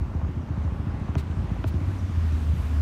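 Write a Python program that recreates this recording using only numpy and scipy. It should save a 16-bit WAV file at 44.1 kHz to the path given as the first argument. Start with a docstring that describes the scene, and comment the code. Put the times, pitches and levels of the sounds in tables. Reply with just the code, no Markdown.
"""Beside a road an engine idles close by throughout: each uneven firing is a low thump that drops in pitch.
Over distant traffic, a car's tyre whoosh (noise in bands) swells and brightens as it draws near.
Dry ticks, gritty crackles and a far bird's falling chirps (bent sines) are scattered all along.
Two knocks (decaying modes) come midway, each with a thud and a scuff of noise after it.
Then the car's exhaust drone, a stack of sine overtones, enters, rises in pitch and settles."""
import sys
import numpy as np
from scipy import signal
from scipy.fft import rfft, irfft, next_fast_len
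from scipy.io import wavfile
from scipy.ndimage import uniform_filter1d

SR = 44100
rng = np.random.default_rng(int(sys.argv[2]) if len(sys.argv) > 2 else 0)


def persist_wave(psi):
    """Save psi, clipped to +-1, as 16-bit WAV."""
    counts = np.round(np.clip(psi, -1, 1) * 32767).astype(np.int16)
    wavfile.write(sys.argv[1], SR, np.atleast_2d(counts).T)


def volts_from_db(level):
    """Convert decibel levels to linear amplitude ratios."""
    exponent = np.asarray(level, float) / 20
    return 10 ** exponent


N = 123921
TOP_HZ = 15750  # upper limit of the sound


def col(table, k, t):
    """Column k of a breakpoint curve, read at times t."""
    points = np.array(table, float)
    return np.interp(t, points[:, 0], points[:, k])


def colour(points, hz):
    """Spectrum level in dB at hz, interpolated along log frequency."""
    curve = np.array(points, float)
    return np.interp(np.log(hz), np.log(curve[:, 0]), curve[:, 1])


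def unit(x):
    """Scale to rms 1."""
    return x / np.sqrt(np.mean(x ** 2))


def walk(rate):
    """Random levels held 1 / rate s and smoothed twice, at rms 1."""
    hold = int(SR / rate)
    steps = np.repeat(rng.standard_normal(N // hold + 1), hold)
    return unit(uniform_filter1d(uniform_filter1d(steps, hold), hold)[:N])


def bands(points, lo_hz, hi_hz, level_db, flicker_db, rate):
    """Coloured noise in third-octave bands, each with its own level curve and random flicker."""
    f = np.maximum(np.arange(N // 2 + 1) * SR / N, 1)
    spec = rfft(rng.standard_normal(N)) * volts_from_db(colour(points, f)) * (f > lo_hz) * (f < hi_hz)
    spec = spec / np.sqrt(2 * np.sum(np.abs(spec) ** 2)) * N  # rms 1 in all
    out = np.zeros(N)
    for hz in 20 * 2 ** (np.arange(30) / 3):
        # neighbouring bands crossfade and sum to one
        share = np.cos(np.pi / 2 * np.clip(3 * np.log2(f / hz), -1, 1)) ** 2
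        out += irfft(spec * share, N) * volts_from_db(level_db(hz) + flicker_db * walk(rate))
    return out


def add(out, start_s, sound):
    """Mix a sound in at a time."""
    i = max(int(start_s * SR), 0)
    out[i:i + len(sound)] += sound[:max(N - i, 0)]


def decay(t, t60):
    """Exponential decay that falls 60 dB in t60 seconds."""
    return np.exp(-np.log(1000) * t / t60)


def ring(t, hz, t60, rise_s):
    """One decaying mode with a soft start."""
    return np.sin(2 * np.pi * hz * t) * decay(t, t60) * (1 - np.exp(-t / rise_s))


def burst(out, s, db, hz, width, t60, length_s):
    """A short decaying puff of noise in a band of hz * (1 +- width), scaled to its peak level."""
    noise = rng.standard_normal(int(length_s * SR))
    sos = signal.butter(3, [hz * (1 - width), min(hz * (1 + width), TOP_HZ)], "band", fs=SR, output="sos")
    puff = signal.sosfilt(sos, noise * decay(np.arange(len(noise)) / SR, t60))
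    add(out, s, volts_from_db(db) * puff / np.abs(puff).max())


def idle():
    """Each firing is a falling thump that returns along the pipe, with pipe modes that vary each time."""
    # firings: (time before the lag [s], level before the gain [dB], ring length [s])
    firings = [(0.005, -21.5, 0.04), (0.078, -29.5, 0.014), (0.146, -21, 0.054), (0.225, -22, 0.049),
               (0.285, -21, 0.028), (0.362, -20.5, 0.039), (0.431, -30, 0.024), (0.499, -21.5, 0.025),
               (0.572, -23, 0.054), (0.644, -21, 0.054), (0.716, -23.5, 0.027), (0.792, -21.5, 0.04),
               (0.864, -20, 0.032), (0.935, -22.5, 0.021), (1.009, -23.5, 0.04), (1.086, -20, 0.04),
               (1.16, -18, 0.04), (1.226, -31, 0.055), (1.294, -22.5, 0.037), (1.365, -21.5, 0.045),
               (1.437, -22.5, 0.032), (1.511, -19.5, 0.032), (1.585, -23.5, 0.027), (1.657, -22, 0.064),
               (1.738, -18, 0.052), (1.808, -22, 0.026), (1.873, -21, 0.029), (1.945, -41, 0.018),
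               (2.021, -26.5, 0.042), (2.093, -22.5, 0.038), (2.167, -25.5, 0.029), (2.241, -29.5, 0.032),
               (2.319, -26.5, 0.04), (2.389, -44, 0.048), (2.457, -35, 0.11), (2.531, -24, 0.037),
               (2.599, -34, 0.093), (2.688, -46, 0.044), (2.759, -28, 0.039)]
    # other modes of the pipe: (mean frequency [Hz], mean level against the thump [dB], t60 [s])
    pipe_modes = [(60.1, -15.5, 0.47), (162, -20, 0.06), (199.6, -24.5, 0.23), (243.3, -20.5, 0.12),
                  (294.8, -13, 0.097), (361.2, -19.5, 0.19)]
    gain_db, lag_s, rise_s = 1, 0.00446, 0.0011
    pipe_hz, drop_hz, drop_s = 74, 190, 0.004  # pitch settles on about pipe_hz from drop_hz above it
    return_s, return_db, return_length_s = 0.036, -11, 0.0093  # the pulse comes back along the pipe

    out, t = np.zeros(N), np.arange(SR // 5) / SR
    for s, db, length in firings:
        level_chance = rng.standard_normal(len(pipe_modes))
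        pitch_chance = rng.standard_normal(len(pipe_modes))
        steady_turns = pipe_hz * (1 + 0.039 * rng.standard_normal()) * t
        turns = steady_turns + drop_hz * drop_s * (1 - np.exp(-t / drop_s))
        pulse = -np.sin(2 * np.pi * turns) * (1 - np.exp(-t / rise_s))

        thump = pulse * np.exp(-(t / length) ** 3)  # the cube ends the ring abruptly
        for (hz, mode_db, t60), louder, higher in zip(pipe_modes, level_chance, pitch_chance):
            thump += volts_from_db(mode_db + 2.55 * louder) * ring(t, hz * (1 + 0.023 * higher), t60, 0.0036)
        add(out, s + lag_s, volts_from_db(db + gain_db) * thump)

        # the return is louder when the first mode is
        echo = pulse * np.exp(-(t / return_length_s) ** 2)
        add(out, s + lag_s + return_s, volts_from_db(db + gain_db + return_db + 2 * level_chance[0]) * echo)
    return out


def exhaust_drone(t):
    """The passing car's exhaust: overtones locked to one gliding pitch, each wavering in level."""
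    # pitch: (time [s], frequency [Hz])
    drone_pitch = [(1.7, 71.4), (1.765, 78.27), (1.85, 92), (1.93, 96.1), (2.0, 94.4), (2.1, 88.4),
                   (2.2, 82.25), (2.32, 78.6), (2.42, 76.8), (2.6, 77.14), (2.73, 76.55), (2.81, 73.3)]
    # overtones: (multiple of the pitch, mean level [dB])
    drone_orders = [(1, 0.5), (1.5, -50), (2, -32), (3, -40), (4, -48)]
    # loudness before the overtone levels: (time [s], level [dB rms])
    drone_level = [(1.7, -32), (1.8, -32), (1.9, -29.5), (2.0, -34), (2.1, -27.5), (2.2, -27.5),
                   (2.3, -23.5), (2.4, -26), (2.5, -20), (2.6, -26.5), (2.7, -26), (2.81, -21.5)]
    start_s, fade_s = 1.69, 0.049

    turns = np.cumsum(col(drone_pitch, 1, t)) / SR
    drone = np.zeros(N)
    for multiple, db in drone_orders:
        drone += volts_from_db(db + 1.2 * walk(12.2)) * np.sin(2 * np.pi * multiple * turns)
    fade = np.clip((t - start_s) / fade_s, 0, 1)
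    return np.sqrt(2) * fade * volts_from_db(col(drone_level, 1, t)) * drone  # sqrt(2): sine peak from rms


def tyre_whoosh(t):
    """Tyre noise of the nearing car: coloured noise whose treble swells more than its roar."""
    # swell, of which only the change about each mean is used:
    # (time [s], tyre roar [dB], low treble [dB], high treble [dB], top [dB])
    whoosh_levels = [(0.0, -48.5, -57, -70.5, -78), (0.48, -48, -56, -69, -79), (0.86, -47, -52, -69, -77),
                     (1.06, -45.5, -51.5, -66.5, -78), (1.53, -48.5, -51, -67, -76),
                     (1.78, -47.5, -51, -64.5, -73), (2.39, -48.5, -48.5, -60.5, -69),
                     (2.57, -47.5, -47.5, -60, -64), (2.81, -47.5, -50, -61.5, -67)]
    # centres of those four ranges: (frequency [Hz])
    split_hz = [900, 2800, 6500, 12000]
    # relative spectrum: (frequency [Hz], density [dB per Hz])
    whoosh_colour = [(220, -30), (380, -2), (411, -5), (472, -7.5), (518, -4), (569, -5), (675, -6),
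                     (730, -8), (813, -5), (893, -6.5), (1090, -6.5), (1560, -12.5), (2370, -17.5),
                     (2730, -19), (5000, -28.5), (5940, -29.5), (8890, -36), (12500, -41), (15600, -46.5)]

    curves = [col(whoosh_levels, k, t) for k in range(1, len(whoosh_levels[0]))]
    swell = [curve - curve.mean() for curve in curves]
    gust = 0.5 * walk(8.16)  # dB, common to all bands

    def level(hz):
        """Swell at hz, blended between the neighbouring ranges."""
        weights = [np.interp(np.log(hz), np.log(split_hz), one) for one in np.eye(len(swell))]
        return gust + sum(w * s for w, s in zip(weights, swell))

    return volts_from_db(-46.5) * bands(whoosh_colour, 380, TOP_HZ, level, flicker_db=1.0, rate=14)


def knocks():
    """Short knocks: a noise crack, a ring that sweeps quickly from treble down, then a slower low thud."""
    # knocks: (time [s], level of the modes before trim [dB], thud [dB], thud pitch [Hz],
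    #          crack noise before its filter [dB], crack top [Hz])
    knock_rows = [(1.153, -24, -21, 124, -40.5, 6800), (1.641, -23, -19.5, 105, -38, 5300)]
    # modes: (frequency [Hz], relative level [dB], t60 [s])
    knock_modes = [(291, 7, 0.014), (647, -6, 0.034), (950, -12, 0.026), (1417, -6.5, 0.011),
                   (2500, -13, 0.013), (3230, -13, 0.0059), (5840, -33, .008)]
    late_s = 0.00372  # the lowest mode speaks this late, higher ones sooner
    thud_lag_s, thud_rise_s, thud_t60_s = 0.0131, 0.0047, 0.12

    out, t = np.zeros(N), np.arange(SR // 5) / SR
    for s, db, thud_db, thud_hz, crack_db, top_hz in knock_rows:
        crack = rng.standard_normal(len(t)) * decay(t, 0.012)
        sos = signal.butter(4, [1800, top_hz], "band", fs=SR, output="sos")
        add(out, s, volts_from_db(crack_db) * signal.sosfilt(sos, crack))
        for hz, mode_db, t60 in knock_modes:
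            mode = ring(t, hz, t60, 0.27 / hz)
            add(out, s + late_s * knock_modes[0][0] / hz, volts_from_db(db + mode_db + 4) * mode)  # 4 dB trim
        add(out, s + thud_lag_s, volts_from_db(thud_db) * ring(t, thud_hz, thud_t60_s, thud_rise_s))
    return out


def scuffs(time):
    """A scuff after each knock: roughened, tilted noise with raspy resonances under a bell envelope."""
    # scuffs: (centre [s], rise width [s], tail width [s], level at the centre [dB rms],
    #          tilt [dB per octave], rasp [dB])
    scuff_rows = [(1.19, .009, .016, -44.5, -7, 5), (1.682, .009, .011, -50, -2, 5)]
    # raspy resonances: (frequency [Hz], width [Hz])
    rasp_peaks = [(2350, 450), (4100, 700)]
    low_hz, grit_db = 1300, 1.8  # bass roll-off; spread of the fast level flicker

    out = np.zeros(N)
    f = np.maximum(np.arange(N // 2 + 1) * SR / N, 1)
    for s, width, tail, db, tilt_db, rasp_db in scuff_rows:
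        grit = rng.standard_normal(N) * volts_from_db(grit_db * walk(370))
        rasp = sum(rasp_db * np.exp(-((f - hz) / w) ** 2) for hz, w in rasp_peaks)
        shape = volts_from_db(tilt_db * np.log2(f / 4000) + rasp) / (1 + (low_hz / f) ** 2)
        grit = irfft(rfft(grit) * shape, N)
        envelope = np.exp(-0.5 * ((time - s) / np.where(time < s, width, tail)) ** 2)
        out += volts_from_db(db) * unit(grit) * envelope
    return out


def ticks_and_grit():
    """Dry ticks, dull crackles of grit under tyres, and fainter grit strewn at random."""
    # dry ticks: (time [s], peak level [dB], band centre [Hz])
    tick_rows = [(.998, -55, 9000), (1.14, -56, 12000), (1.31, -53, 8000), (1.368, -54, 7500),
                 (1.385, -42, 1400), (1.44, -58, 14000), (1.545, -58, 13000), (1.907, -52, 12000),
                 (2.185, -55, 13500), (2.66, -53, 11000)]
    # dull crackles: (time [s], peak level [dB], band centre [Hz])
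    crackle_rows = [(.197, -36, 750), (.215, -34, 750), (.248, -34, 900), (.485, -37, 900),
                    (.618, -39, 1600), (.677, -34, 700), (.905, -37, 1200), (.945, -36, 800),
                    (1.083, -33, 650), (1.312, -43, 2500), (1.501, -34, 780), (1.565, -34, 700),
                    (1.74, -43, 2500)]
    crackle_width, crackle_t60_s = 0.45, 0.03
    grit_per_s, grit_db, spread_db = 60, -51, 2

    out = np.zeros(N)
    for s, db, hz in tick_rows:
        burst(out, s, db, hz, 0.4, 0.0096, 0.05)
    for s, db, hz in crackle_rows:
        burst(out, s, db, hz, crackle_width, crackle_t60_s, 0.05)
    times = np.cumsum(2 * rng.random(400) / grit_per_s)  # grains beyond the end are not heard
    for s, size, pitch in zip(times, rng.random(400), rng.random(400)):
        level_db = grit_db + spread_db * 2 * size
        burst(out, s, level_db, 500 * 4 ** pitch, crackle_width, crackle_t60_s, 0.025)
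    return out


def bird():
    """A far bird: brief sines that fall in pitch while wavering in pitch and level."""
    # chirps: (centre [s], length [s], mid pitch before waver [Hz], level before flutter [dB])
    chirp_rows = [(.148, .012, 5900, -66), (.274, .01, 6300, -64), (.42, .035, 5900, -66),
                  (.645, .025, 5900, -65), (.91, .02, 5000, -64), (1.06, .012, 5840, -65),
                  (1.232, .015, 11800, -69), (1.523, .012, 5800, -63), (1.56, .012, 5950, -65),
                  (1.995, .022, 5800, -57), (2.33, .025, 5850, -60)]
    fall_hz_per_s = 2100

    out = np.zeros(N)
    waver = np.cumsum(170 * walk(300)) / SR  # turns, from a 170 Hz rms pitch waver
    flutter = volts_from_db(1.2 * walk(200))
    for k, (s, length, hz, db) in enumerate(chirp_rows):
        u = np.arange(-2 * length, 2 * length, 1 / SR)
        first = k * N // len(chirp_rows)
        part = slice(first, first + len(u))  # each chirp takes its own stretch of waver
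        turns = hz * u - fall_hz_per_s * u ** 2 / 2 + waver[part]
        envelope = flutter[part] * np.exp(-(2 * u / length) ** 2)
        add(out, s + u[0], volts_from_db(db) * envelope * np.sin(2 * np.pi * turns))
    return out


def distant_traffic():
    """Low rumble: coloured noise whose bands drift slowly in level."""
    # relative spectrum: (frequency [Hz], density [dB per Hz])
    rumble_colour = [(13, -31), (22, -19), (54, 2.5), (86, -0.5), (279, -11.5), (480, -30.5), (620, -59),
                     (1060, -120)]
    return volts_from_db(-33) * bands(rumble_colour, 22, 480, lambda hz: 0, flicker_db=1.94, rate=5.33)


def scene():
    """All sources, heard by one microphone."""
    t = np.arange(N) / SR
    near = idle() + exhaust_drone(t) + tyre_whoosh(t) + knocks() + scuffs(t)
    far = ticks_and_grit() + bird() + distant_traffic()
    return (near + far)[None]


def band_limit(x):
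    """A steep low-pass at the top of the band."""
    return signal.sosfilt(signal.butter(12, 15700, fs=SR, output="sos"), x)


def record(dry):
    """The microphone has a narrow dip in the treble; the phone cuts the top."""
    dip_hz, dip_width_hz, dip_db = 10430, 400, -3
    size, lead = next_fast_len(N + SR), SR // 4
    f = np.arange(size // 2 + 1) * SR / size
    dip = volts_from_db(dip_db * np.exp(-((f - dip_hz) / dip_width_hz) ** 2))
    top_cut = np.clip((TOP_HZ - f) / 100, 0, 1)
    # mirrored ends keep the filter from wrapping round
    padded = np.pad(dry, [(0, 0), (lead, size - N - lead)], mode="reflect")
    mix = irfft(rfft(padded) * dip * top_cut, size)[:, lead:lead + N]
    return band_limit(mix)


dry = scene()
out = record(dry)
persist_wave(out)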